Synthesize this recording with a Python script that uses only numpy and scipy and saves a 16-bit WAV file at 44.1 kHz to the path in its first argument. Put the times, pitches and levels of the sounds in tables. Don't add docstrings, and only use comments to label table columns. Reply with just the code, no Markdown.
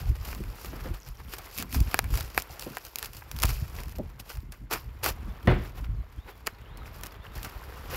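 import sys
import numpy as np
from scipy import signal
from scipy.fft import rfft, irfft
from scipy.io import wavfile
from scipy.ndimage import uniform_filter1d

SR = 44100
rng = np.random.default_rng(int(sys.argv[2]) if len(sys.argv) > 2 else 0)


def dump_mix(stems):
    frames = np.atleast_2d(stems).T
    limited = np.clip(frames, -1, 1)
    pcm = np.round(limited * 32767).astype(np.int16)
    wavfile.write(sys.argv[1], SR, pcm)


N = 351168


def from_db(db):
    return 10 ** (np.asarray(db) / 20)


def rms_one(x):
    return x / np.sqrt(np.mean(x ** 2) + 1e-20)


def in_time(rows):
    s, *columns = np.transpose(rows)
    return [np.interp(np.arange(N) / SR, s, column) for column in columns]


def drift(rate_hz):
    r = np.exp(-2 * np.pi * rate_hz / SR)
    noise = rng.standard_normal(N + SR)
    return rms_one(signal.lfilter([1], [1, -2 * r, r * r], noise)[SR:])


def coloured(x, spectrum):
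    hz, db = np.transpose(spectrum)
    grid = np.fft.rfftfreq(8192, 1 / SR)
    cepstrum = irfft(np.log(from_db(np.interp(np.log(grid + 1), np.log(hz), db))))
    cepstrum[1:4096] *= 2
    cepstrum[4097:] = 0
    kernel = irfft(np.exp(rfft(cepstrum)))
    return signal.fftconvolve(x, kernel / np.sqrt(np.sum(kernel ** 2)))[:len(x)]


def resonance(x, hz, width_hz):
    r = np.exp(-np.pi * width_hz / SR)
    gain = (1 - r * r) / 2
    return signal.lfilter([gain, 0, -gain], [1, -2 * r * np.cos(2 * np.pi * hz / SR), r * r], x + 1e-18)


def burst(age, t60):
    return from_db(-60 * age / t60)


def ring(clicks, hz, t60):
    r, w = from_db(-60 / (t60 * SR)), 2 * np.pi * hz / SR
    return signal.lfilter([0, np.sin(w)], [1, -2 * r * np.cos(w), r * r], clicks + 1e-18)


def puffs(per_s, spread_db, hold):
    sizes = from_db(spread_db * np.minimum(rng.exponential(1, N), 4.5))
    born = rng.random(N) < per_s * from_db(3.0 * drift(45)) / SR
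    return rms_one(signal.lfilter([1], [1, -hold], born * sizes))


EDGE_DB, ROUNDNESS = 22.5, 0.87


def swells(rows, bed):
    t = np.arange(N // 32 + 2) * 32 / SR
    power = 0
    for s, rise, hold, fall, level_db, second_db in rows:
        away = np.maximum((s - t) / rise, 0) + np.maximum((t - s - hold) / fall, 0)
        levels_db = level_db + np.array([[0], [second_db]])
        power = power + from_db(levels_db - EDGE_DB * away ** ROUNDNESS) ** 2
    return [np.sqrt(np.interp(np.arange(N) / SR, t, p) + from_db(db) ** 2) for p, db in zip(power, bed)]


# frequency in Hz, relative level in dB per Hz.
HISS_COLOUR = [(59, 18), (100, 11), (304, -23), (1030, -18), (2120, 22), (2990, -32), (7170, 4), (7980, -9),
               (11000, -39), (12500, -47), (15500, -60), (16500, -81)]
HISS_DB = -74


def far_hiss():
    return from_db(HISS_DB + 0.74 * drift(2.1)) * coloured(rng.standard_normal(N), HISS_COLOUR)


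POP_PER_S, POP_CYCLES = 160, 23


def small_pops():
    sizes = from_db(5.2 * np.minimum(rng.exponential(1, N), 4)) * rng.choice([-1, 1], N)
    born = rng.random(N) < POP_PER_S * from_db(5.0 * drift(15)) / SR
    dealt = rng.integers(0, 12, N)
    pitches = np.geomspace(650, 3200, num=12)
    return rms_one(sum(ring(sizes * born * (dealt == k), hz, POP_CYCLES / hz) for k, hz in enumerate(pitches)))


# peak in seconds, rise in seconds,
# fall in seconds, fine crunch in dB, juicy low crunch in dB relative to the fine.
TEARS = [(0.0, .02, 0.13, -45, -0.5), (0.092, 0.086, 0.04, -47.5, -3), (0.157, 0.0097, 0.0098, -46.5, 3),
         (0.285, 0.16, 0.23, -42.5, -3), (0.651, 0.42, 0.5, -47.5, -18), (0.74, 0.046, 0.2, -68, 19),
         (0.858, 0.037, 0.17, -50.5, 7), (0.94, 0.008, 0.062, -45, 1.5), (1.08, 0.13, 0.13, -52.5, -0.5),
         (1.203, 0.048, 0.028, -54.5, 6.5), (1.345, 0.12, 0.033, -41, -4.5), (1.599, 0.08, 0.04, -32, -11),
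         (1.748, 0.045, 0.06, -31.5, -19), (1.949, 0.44, 0.19, -44.5, 0), (2.156, 0.11, 0.25, -40, -4.5),
         (2.387, 0.058, 0.063, -37.5, -6.5), (2.518, 0.093, 0.12, -46, -27),
         (2.61, 0.0069, 0.17, -39.5, -21), (2.776, 0.16, 0.031, -45.5, -8),
         (2.868, 0.11, 0.067, -44.5, -5.5), (3.045, 0.19, 0.041, -42, -4), (3.177, 0.19, 0.11, -48.5, -7),
         (3.43, 0.05, 0.17, -38.5, -5), (3.498, 0.065, 0.2, -38, -14), (3.789, 0.15, 0.13, -46.5, 0.5),
         (3.917, 0.058, 0.016, -49, -20), (3.956, 0.011, 0.042, -46, -8), (4.201, 0.01, 0.018, -38, -6),
         (4.309, 0.079, 0.11, -44, -3.5), (4.528, 0.026, 0.11, -54.5, -1), (5.46, 0.028, 0.087, -57, 0),
         (5.659, 0.13, 0.064, -48.5, 3), (5.785, 0.052, 0.048, -49.5, 4.5),
         (5.843, 0.011, 0.023, -48.5, 6.5), (6.29, 0.041, 0.05, -51, 9.5), (6.466, 0.0072, 0.036, -39, -1),
         (6.781, 0.021, 0.067, -61, 10.5), (6.871, 0.027, 0.041, -48.5, 1), (6.952, 0.051, 0.13, -50, -3),
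         (7.064, 0.13, 0.091, -51.5, 3), (7.265, 0.065, 0.052, -55.5, 6.5), (7.369, 0.054, 0.13, -45, 0),
         (7.445, 0.02, 0.087, -42.5, -5), (7.9, 0.019, 0.42, -43.5, 1.5), (7.95, 0.054, 0.078, -37, 0)]
# start of the hold in seconds,
# hold in seconds, fall in seconds, fine crunch in dB, juicy crunch in dB relative to the fine.
CUTS = [(4.711, 0.021, 0.082, -34, 1), (5.034, 0.063, 0.034, -32, -1.5)]
# time in seconds, fine level in dB, juicy level in dB.
RUSTLE = [(0.0, -68, -60), (0.8, -81, -49.5), (1.1, -103, -73), (1.45, -48.5, -50), (1.7, -88, -61),
          (2.7, -62, -49.5), (2.93, -95, -67.5), (3.35, -52.5, -53.5), (4.0, -64.5, -57.5), (4.6, -79, -67),
          (4.9, -66, -58.5), (5.3, -62, -53), (5.75, -71.5, -59.5), (6.4, -65.5, -59.5), (6.7, -68.5, -54),
          (7.3, -69, -54), (7.55, -57, -50.5), (7.83, -55.5, -48.5)]
# frequency in Hz, relative dB per Hz.
FINE_COLOUR = [(1470, -27), (2500, 0), (3500, -8), (4800, -2), (5600, -4), (6400, -9), (7200, -6),
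               (8100, -14), (10000, -9), (11300, -7), (12150, 0.5), (13200, -5), (15800, -8)]
# frequency in Hz, relative level in dB per Hz.
JUICY_COLOUR = [(150, -55.5), (250, -11), (341, -3), (444, -1.5), (646, -6.5), (972, -3), (1320, -4.5),
                (3500, -16.5), (4550, -22.5), (7700, -120)]
CUT_RISE_S = 0.0075
CUT_DENSE = 1.3
SMALL_POPS_DB = -8


def crunch():
    bouts = [(s, rise, 0, *rest) for s, rise, *rest in TEARS]
    bouts += [(s, CUT_RISE_S, *rest) for s, *rest in CUTS]
    fine_gain, juicy_gain = swells(bouts, in_time(RUSTLE))
    t = np.arange(N) / SR
    cutting = sum((t > s - CUT_RISE_S) & (t < s + hold + fall) for s, hold, fall, *_ in CUTS)
    thinning = 1 + CUT_DENSE * cutting
    big = puffs(220, spread_db=6.5, hold=0.995) / thinning + 0.5 * cutting
    fine = 0
    for low_hz, high_hz in [(1500, 4200), (4200, 7500), (7500, 11000), (11000, 18000)]:
        small = puffs(360, spread_db=2.5, hold=0.9)
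        band = signal.butter(2, [low_hz, high_hz], "band", fs=SR, output="sos")
        fine = fine + signal.sosfilt(band, (big + 1.22 * small + 1.0) * rng.standard_normal(N))
    wet = 1.25 * puffs(220, spread_db=4.0, hold=0.94) / thinning
    juicy = (big + wet + 4.5) * rng.standard_normal(N)
    fine = rms_one(coloured(fine, FINE_COLOUR))
    juicy = rms_one(coloured(juicy, JUICY_COLOUR)) + from_db(SMALL_POPS_DB) * small_pops()
    return fine_gain * fine + juicy_gain * juicy


# peak in seconds, rise in seconds, fall in seconds, rumble in dB,
# flutter in dB relative to the rumble.
GUSTS = [(0.109, 0.096, 0.029, -15, -26), (0.231, 0.36, 0.0086, -31, -32),
         (0.318, 0.091, 0.015, -32.5, -32), (0.41, 0.094, 0.045, -31.5, -4.5),
         (0.485, 0.21, 0.074, -31, -19), (0.74, 0.15, 0.24, -41, -4), (0.82, 0.12, 0.19, -34.5, -12.5),
         (0.91, 0.079, 0.069, -25.5, -19), (1.091, 0.035, 0.046, -27.5, -27),
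         (1.18, 0.091, 0.94, -43.5, -14.5), (1.6, 0.043, 0.16, -37.5, -1), (1.762, 0.035, 0.041, -23.5, -2),
         (1.812, 0.076, 0.019, -12.5, -19), (1.882, 0.074, 0.0091, -25, -20), (1.95, 0.045, 0.089, -37, -8),
         (2.04, 0.1, 0.27, -29, -15), (2.135, 0.078, 0.056, -18.5, -20), (2.21, 0.056, 0.12, -30, -31),
         (2.37, 0.037, 0.074, -33.5, -12.5), (2.518, 0.024, 0.025, -29, -29),
         (2.63, .05, 0.067, -41.5, -22), (2.72, 0.13, 0.061, -52.5, 9), (3.354, 0.017, 0.017, -20.5, -19.5),
         (3.415, 0.24, .05, -33, -18), (3.447, 0.0062, 0.013, -10.5, -9), (3.51, 0.11, 0.039, -18.5, -26),
         (3.58, 0.1, 0.042, -28, -30), (3.626, 0.03, 0.036, -22.5, -18), (3.78, 0.33, 0.23, -34.5, -12.5),
         (3.87, 0.067, 0.1, -33, -15), (3.965, 0.029, 0.12, -31, -14), (4.05, 0.09, 0.15, -35, -15),
         (4.382, 0.065, 0.028, -27, -33), (4.71, 0.037, 0.15, -42, -7), (4.87, 0.15, 0.32, -37.5, -33),
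         (5.11, 0.15, 0.017, -31, -21), (5.29, 0.34, 0.1, -31.5, -11.5), (5.491, 0.046, 0.16, -17, -10),
         (5.826, 0.15, 0.03, -27.5, -16), (5.895, 0.11, 0.16, -24.5, -23),
         (5.988, 0.032, 0.049, -25, -19.5), (6.188, 0.08, 0.025, -33, -16), (6.83, 0.44, 0.035, -39.5, -14),
         (7.38, 0.062, 0.045, -31.5, -18), (7.47, 0.12, 0.046, -42, -4), (7.56, 0.033, 0.035, -33, -25),
         (7.67, 0.076, 0.084, -39, -17), (7.95, 0.77, .2, -37, -13.5)]
# time in seconds, rumble in dB before its lumps are added.
BREEZE = [(0.0, -45), (2.8, -54.5), (2.95, -50.5), (3.22, -47.5), (3.28, -68), (4.2, -48.5), (4.6, -43),
          (4.68, -47), (6.25, -52), (6.6, -45.5), (7.2, -46.5), (7.32, -48), (7.96, -66)]
# frequency in Hz, relative level in dB per Hz.
RUMBLE_COLOUR = [(12, -55), (25, 3), (43, 8.5), (59, 6), (91, -2), (125, -4.5), (160, -17), (210, -67.5),
                 (350, -120)]
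# frequency in Hz, relative level in dB per Hz.
FLUTTER_COLOUR = [(60, -28), (125, -4.5), (220, -10), (350, -18), (900, -54)]
BREEZE_FLUTTER_DB = -11.5


def gusts():
    breeze_db = in_time(BREEZE)[0] + 5.0 * drift(10) - 1.5
    rows = [(s, rise, 0, *rest) for s, rise, *rest in GUSTS]
    rumble_gain, flutter_gain = swells(rows, [breeze_db, breeze_db + BREEZE_FLUTTER_DB])
    rumble = coloured(rng.standard_normal(N), RUMBLE_COLOUR)
    flutter = coloured(rng.standard_normal(N) * from_db(5.5 * drift(40)), FLUTTER_COLOUR)
    rumble /= uniform_filter1d(rumble ** 2, size=2200) ** .5
    flutter /= uniform_filter1d(flutter ** 2, size=2200) ** .5
    return rumble_gain * rms_one(rumble) + flutter_gain * rms_one(flutter)


# start in seconds, relative level of the crack in dB, body ring in dB
# relative to it, decay t60 of the crack in ms (kept within 2 to 40).
SNAPS = [(0.329, -32, 4.5, 3.6), (0.349, -25.5, -12, 6.9), (0.4381, -35, -4, 11), (0.647, -27.5, -3, 7.8),
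         (1.088, -31.5, -16, 6), (1.337, -24, -5, 11), (1.3842, -27.5, -9.5, 35), (1.5782, -17.5, -28, 6.2),
         (1.5853, -17, -27, 11), (1.603, -35.5, 2, 38), (1.6254, -16.5, -7.5, 4.8),
         (1.7273, -20, -13.5, 6.4), (1.7461, -23, -4, 26), (1.8037, -20.5, -39, 16),
         (1.9435, -8, -3.5, 3.9), (1.991, -4.5, -7, 4.4), (2.0421, -29, -5, 18), (2.1399, -26.5, -2, 11),
         (2.155, -21, -16, 6.7), (2.1742, -20, -10, 16), (2.182, -25, -5, 6.8), (2.208, -20.5, -9.5, 15),
         (2.227, -29, -32, 5.4), (2.347, -27.5, -9, 9.2), (2.3775, -7.5, -2.5, 4.4), (2.3994, -23, -13, 16),
         (2.4214, -19, -28, 11), (2.5953, -21, -30, 15), (2.624, -23, -10, 4.9), (2.61, -30, -30, 4.4),
         (2.77, -21.5, -0.5, 8.3), (2.7835, -28, -21, 7), (2.851, -24.5, -28, 7.8),
         (2.8645, -32.5, -19.5, 4.9), (2.958, -13.5, -23, 8.9), (2.986, -17, -21, 11),
         (2.993, -23, -18, 5.5), (3.0279, -16, -9.5, 6.2), (3.0579, -25, -11.5, 32), (3.1332, -31, -17, 17),
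         (3.3147, -19.5, -17.5, 9.4), (3.3646, -25, -16, 4.7), (3.3886, -21.5, -15, 8.2),
         (3.401, -23, -30, 11), (3.4216, -14.5, -24, 8.4), (3.4302, -10.5, -12.5, 12),
         (3.4351, -6.5, -10, 11), (3.4541, -14, -14, 5.4), (3.4577, -19, -17, 13), (3.4913, -21.5, -7, 31),
         (3.754, -36, -25, 8), (3.835, -28.5, -13, 12), (3.857, -39, -24, 8.4), (3.883, -33, -8.5, 11),
         (3.8947, -34, -17, 9), (3.924, -36, -25, 7), (3.9848, -31, -26, 8), (4.3023, -31, -2, 7.6),
         (4.372, -36, -4, 7), (4.4042, -40, -23, 6.4), (4.522, -30.5, -9.5, 27), (4.7333, -18, -16, 6.8),
         (4.736, -17, -5, 34), (5.0341, -30, -6, 2.5), (5.043, -9, -18, 3.3), (5.062, -13.5, -1.5, 7.4),
         (5.4735, -27, 9.5, 2.3), (6.4702, -13, -14.5, 15), (6.4749, -23, 3.5, 5.6), (6.615, -44, -20, 4.1),
         (6.7732, -33.5, -20, 17), (7.011, -32, -23, 8.5), (7.035, -22.5, -10.5, 19), (7.062, -29, -34, 13),
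         (7.068, -24.5, -30, 8.1), (7.4308, -25, -30, 17), (7.4476, -27, -4, 56)]
# frequency in Hz, width in Hz, relative level in dB.
HEAD = [(404, 168, -2.5), (736, 137, -5), (1110, 1140, 0.5), (2280, 480, -11)]
SPLIT = 4.9
KICK, KICK_LAG_S, SHIVER = 3.5, 0.0001, 0.26
SNAP_COLOUR = 0.35
HEAD_CUT_HZ = 2700


def snaps():
    crack, thrust = np.zeros((2, N))
    age = np.arange(2000) / SR
    signs = rng.choice([-1, 1], (len(SNAPS), 2, 2000))
    for (s, peak_db, body_db, t60_ms), (crack_noise, shake_noise) in zip(SNAPS, signs):
        at, t60 = round(s * SR), np.clip(t60_ms, 2, 40) / 1000
        push = from_db(peak_db + body_db)
        crack[at:at + 2000] += from_db(peak_db) * burst(age, t60) * crack_noise
        thrust[at:at + 2000] += push * burst(age, 5.4 * t60) * SHIVER * shake_noise
        crack[at] *= SPLIT
        thrust[at + round(KICK_LAG_S * SR)] += KICK * push
    body = sum(from_db(db) * resonance(thrust, hz, width) for hz, width, db in HEAD)
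    body = signal.sosfilt(signal.butter(6, HEAD_CUT_HZ, fs=SR, output="sos"), body)
    crack = coloured(crack, [(hz, SNAP_COLOUR * db) for hz, db in FINE_COLOUR])
    return from_db(-8.0) * crack + from_db(12.0) * body


# start in seconds, frequency in Hz,
# peak in dB, decay t60 in ms.
POPS = [(0.734, 333, -33, 45), (0.911, 345, -36, 56), (1.002, 6900, -39, 4.3), (1.021, 5800, -41, 6.4),
        (1.032, 5500, -38, 5.2), (1.05, 5900, -40, 4.2), (1.064, 5600, -40, 5.8), (1.103, 5500, -45, 6),
        (1.172, 5600, -42, 6), (3.788, 1990, -25.5, 3.8), (6.762, 2020, -51, 14), (6.819, 1290, -39, 31),
        (6.858, 2480, -38, 10), (7.11, 4800, -44, 8), (7.246, 1460, -42, 14), (7.252, 1750, -34, 9),
        (7.258, 1120, -42, 16), (7.267, 2840, -37, 12)]


def pops():
    out, age = np.zeros(N), np.arange(2000) / SR
    for s, hz, peak_db, t60_ms in POPS:
        pop = burst(age, t60_ms / 1000) * np.sin(2 * np.pi * hz * age)
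        out[round(s * SR):][:2000] += from_db(peak_db) * pop
    return out


# start in seconds, relative level in dB, longest decay t60 in
# seconds, contact hardness as a cut in Hz (kept within 600 to 9000), wall rattle in dB.
BLOWS = [(0.855, -41.5, 0.16, 648, -34), (2.662, -35, 0.1, 800, -31), (3.221, -55, 0.023, 2490, -29.5),
         (3.4364, -29, 0.045, 620, -20), (3.983, -33, 0.16, 820, -61), (3.994, -33, 0.1, 690, -23.5),
         (5.4734, -15.5, 0.39, 4930, -20), (5.498, -26, 0.21, 1470, -23), (7.929, -27, 0.054, 600, -39)]
# frequency in Hz, relative level in dB, decay t60 in seconds if not cut short.
TUB = [(122, -1.5, .28), (236, -5, .17), (369, -8, .3), (420, -13, .2), (508, -6, .17), (591, -10, .15),
       (668, -9, .12), (727, -11, .12), (824, -14, .1), (1040, -15, .12), (1500, -15, .1), (1930, -1, .035)]
# frequency in Hz, relative level in dB per Hz.
RATTLE_COLOUR = [(80, 1), (180, 2.5), (300, -1), (600, -6), (1000, -13.5), (2000, -11), (4000, -25.5),
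                 (8000, -46)]


def blows():
    out, age = np.zeros(N + SR), np.arange(SR) / SR
    for s, level_db, t60, cut_hz, rattle_db in BLOWS:
        edges_hz = [18 / t60, np.clip(cut_hz, 600, 9000)]
        contact = signal.butter(3, edges_hz, "band", fs=SR, output="sos")
        rings = 0
        for k, (hz, db, mode_t60) in enumerate(TUB):
            tone = (-1) ** (k + 1) * np.sin(2 * np.pi * hz * age)
            rings = rings + from_db(db + rng.normal(0, 1)) * burst(age, min(mode_t60, t60)) * tone
        rattle = coloured(rng.standard_normal(SR) * burst(age, t60), RATTLE_COLOUR)
        blow = from_db(level_db) * rings + from_db(rattle_db) * rattle
        out[round(s * SR):][:SR] += signal.sosfilt(contact, blow)
    return out[:N]


# start in seconds, end in seconds, start pitch in Hz,
# end pitch in Hz, relative level in dB.
WHISTLES = [(5.27, 5.33, 3650, 3400, -62), (5.7, 5.75, 3600, 4000, -70), (5.96, 6.02, 4300, 4050, -72),
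            (6.175, 6.25, 3150, 3950, -63), (6.25, 6.36, 3950, 3300, -64), (6.5, 6.56, 3950, 4250, -66),
            (6.65, 6.775, 2700, 4350, -60), (6.775, 6.865, 4300, 3250, -59), (7.2, 7.25, 3200, 3800, -60),
            (7.31, 7.35, 3650, 3600, -64)]
WARBLE_DB, WARBLE_HZ = 2.0, 95


def bird():
    out = np.zeros(N)
    level_waver, pitch_waver = drift(30), drift(80)
    for start, end, from_hz, to_hz, level_db in WHISTLES:
        at, count = round(start * SR), round((end - start) * SR)
        pitch_hz = np.linspace(from_hz, to_hz, count) + WARBLE_HZ * pitch_waver[at:][:count]
        tone = np.sin(2 * np.pi * np.cumsum(pitch_hz) / SR)
        out[at:][:count] += from_db(level_db) * signal.windows.tukey(count, .2) * tone
    return out * from_db(WARBLE_DB * level_waver - 3)


def scene():
    return (far_hiss() + crunch() + gusts() + snaps() + pops() + blows() + bird())[None]


def record(dry):
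    bass = signal.butter(4, 38, "high", fs=SR, output="sos")
    fade = signal.ellip(7, .5, 26, 15750, fs=SR, output="sos")
    cut = signal.cheby2(14, 75, 16900, fs=SR, output="sos")
    return signal.sosfilt(np.vstack([bass, fade, cut]), dry)


dry = scene()
out = record(dry)
dump_mix(out)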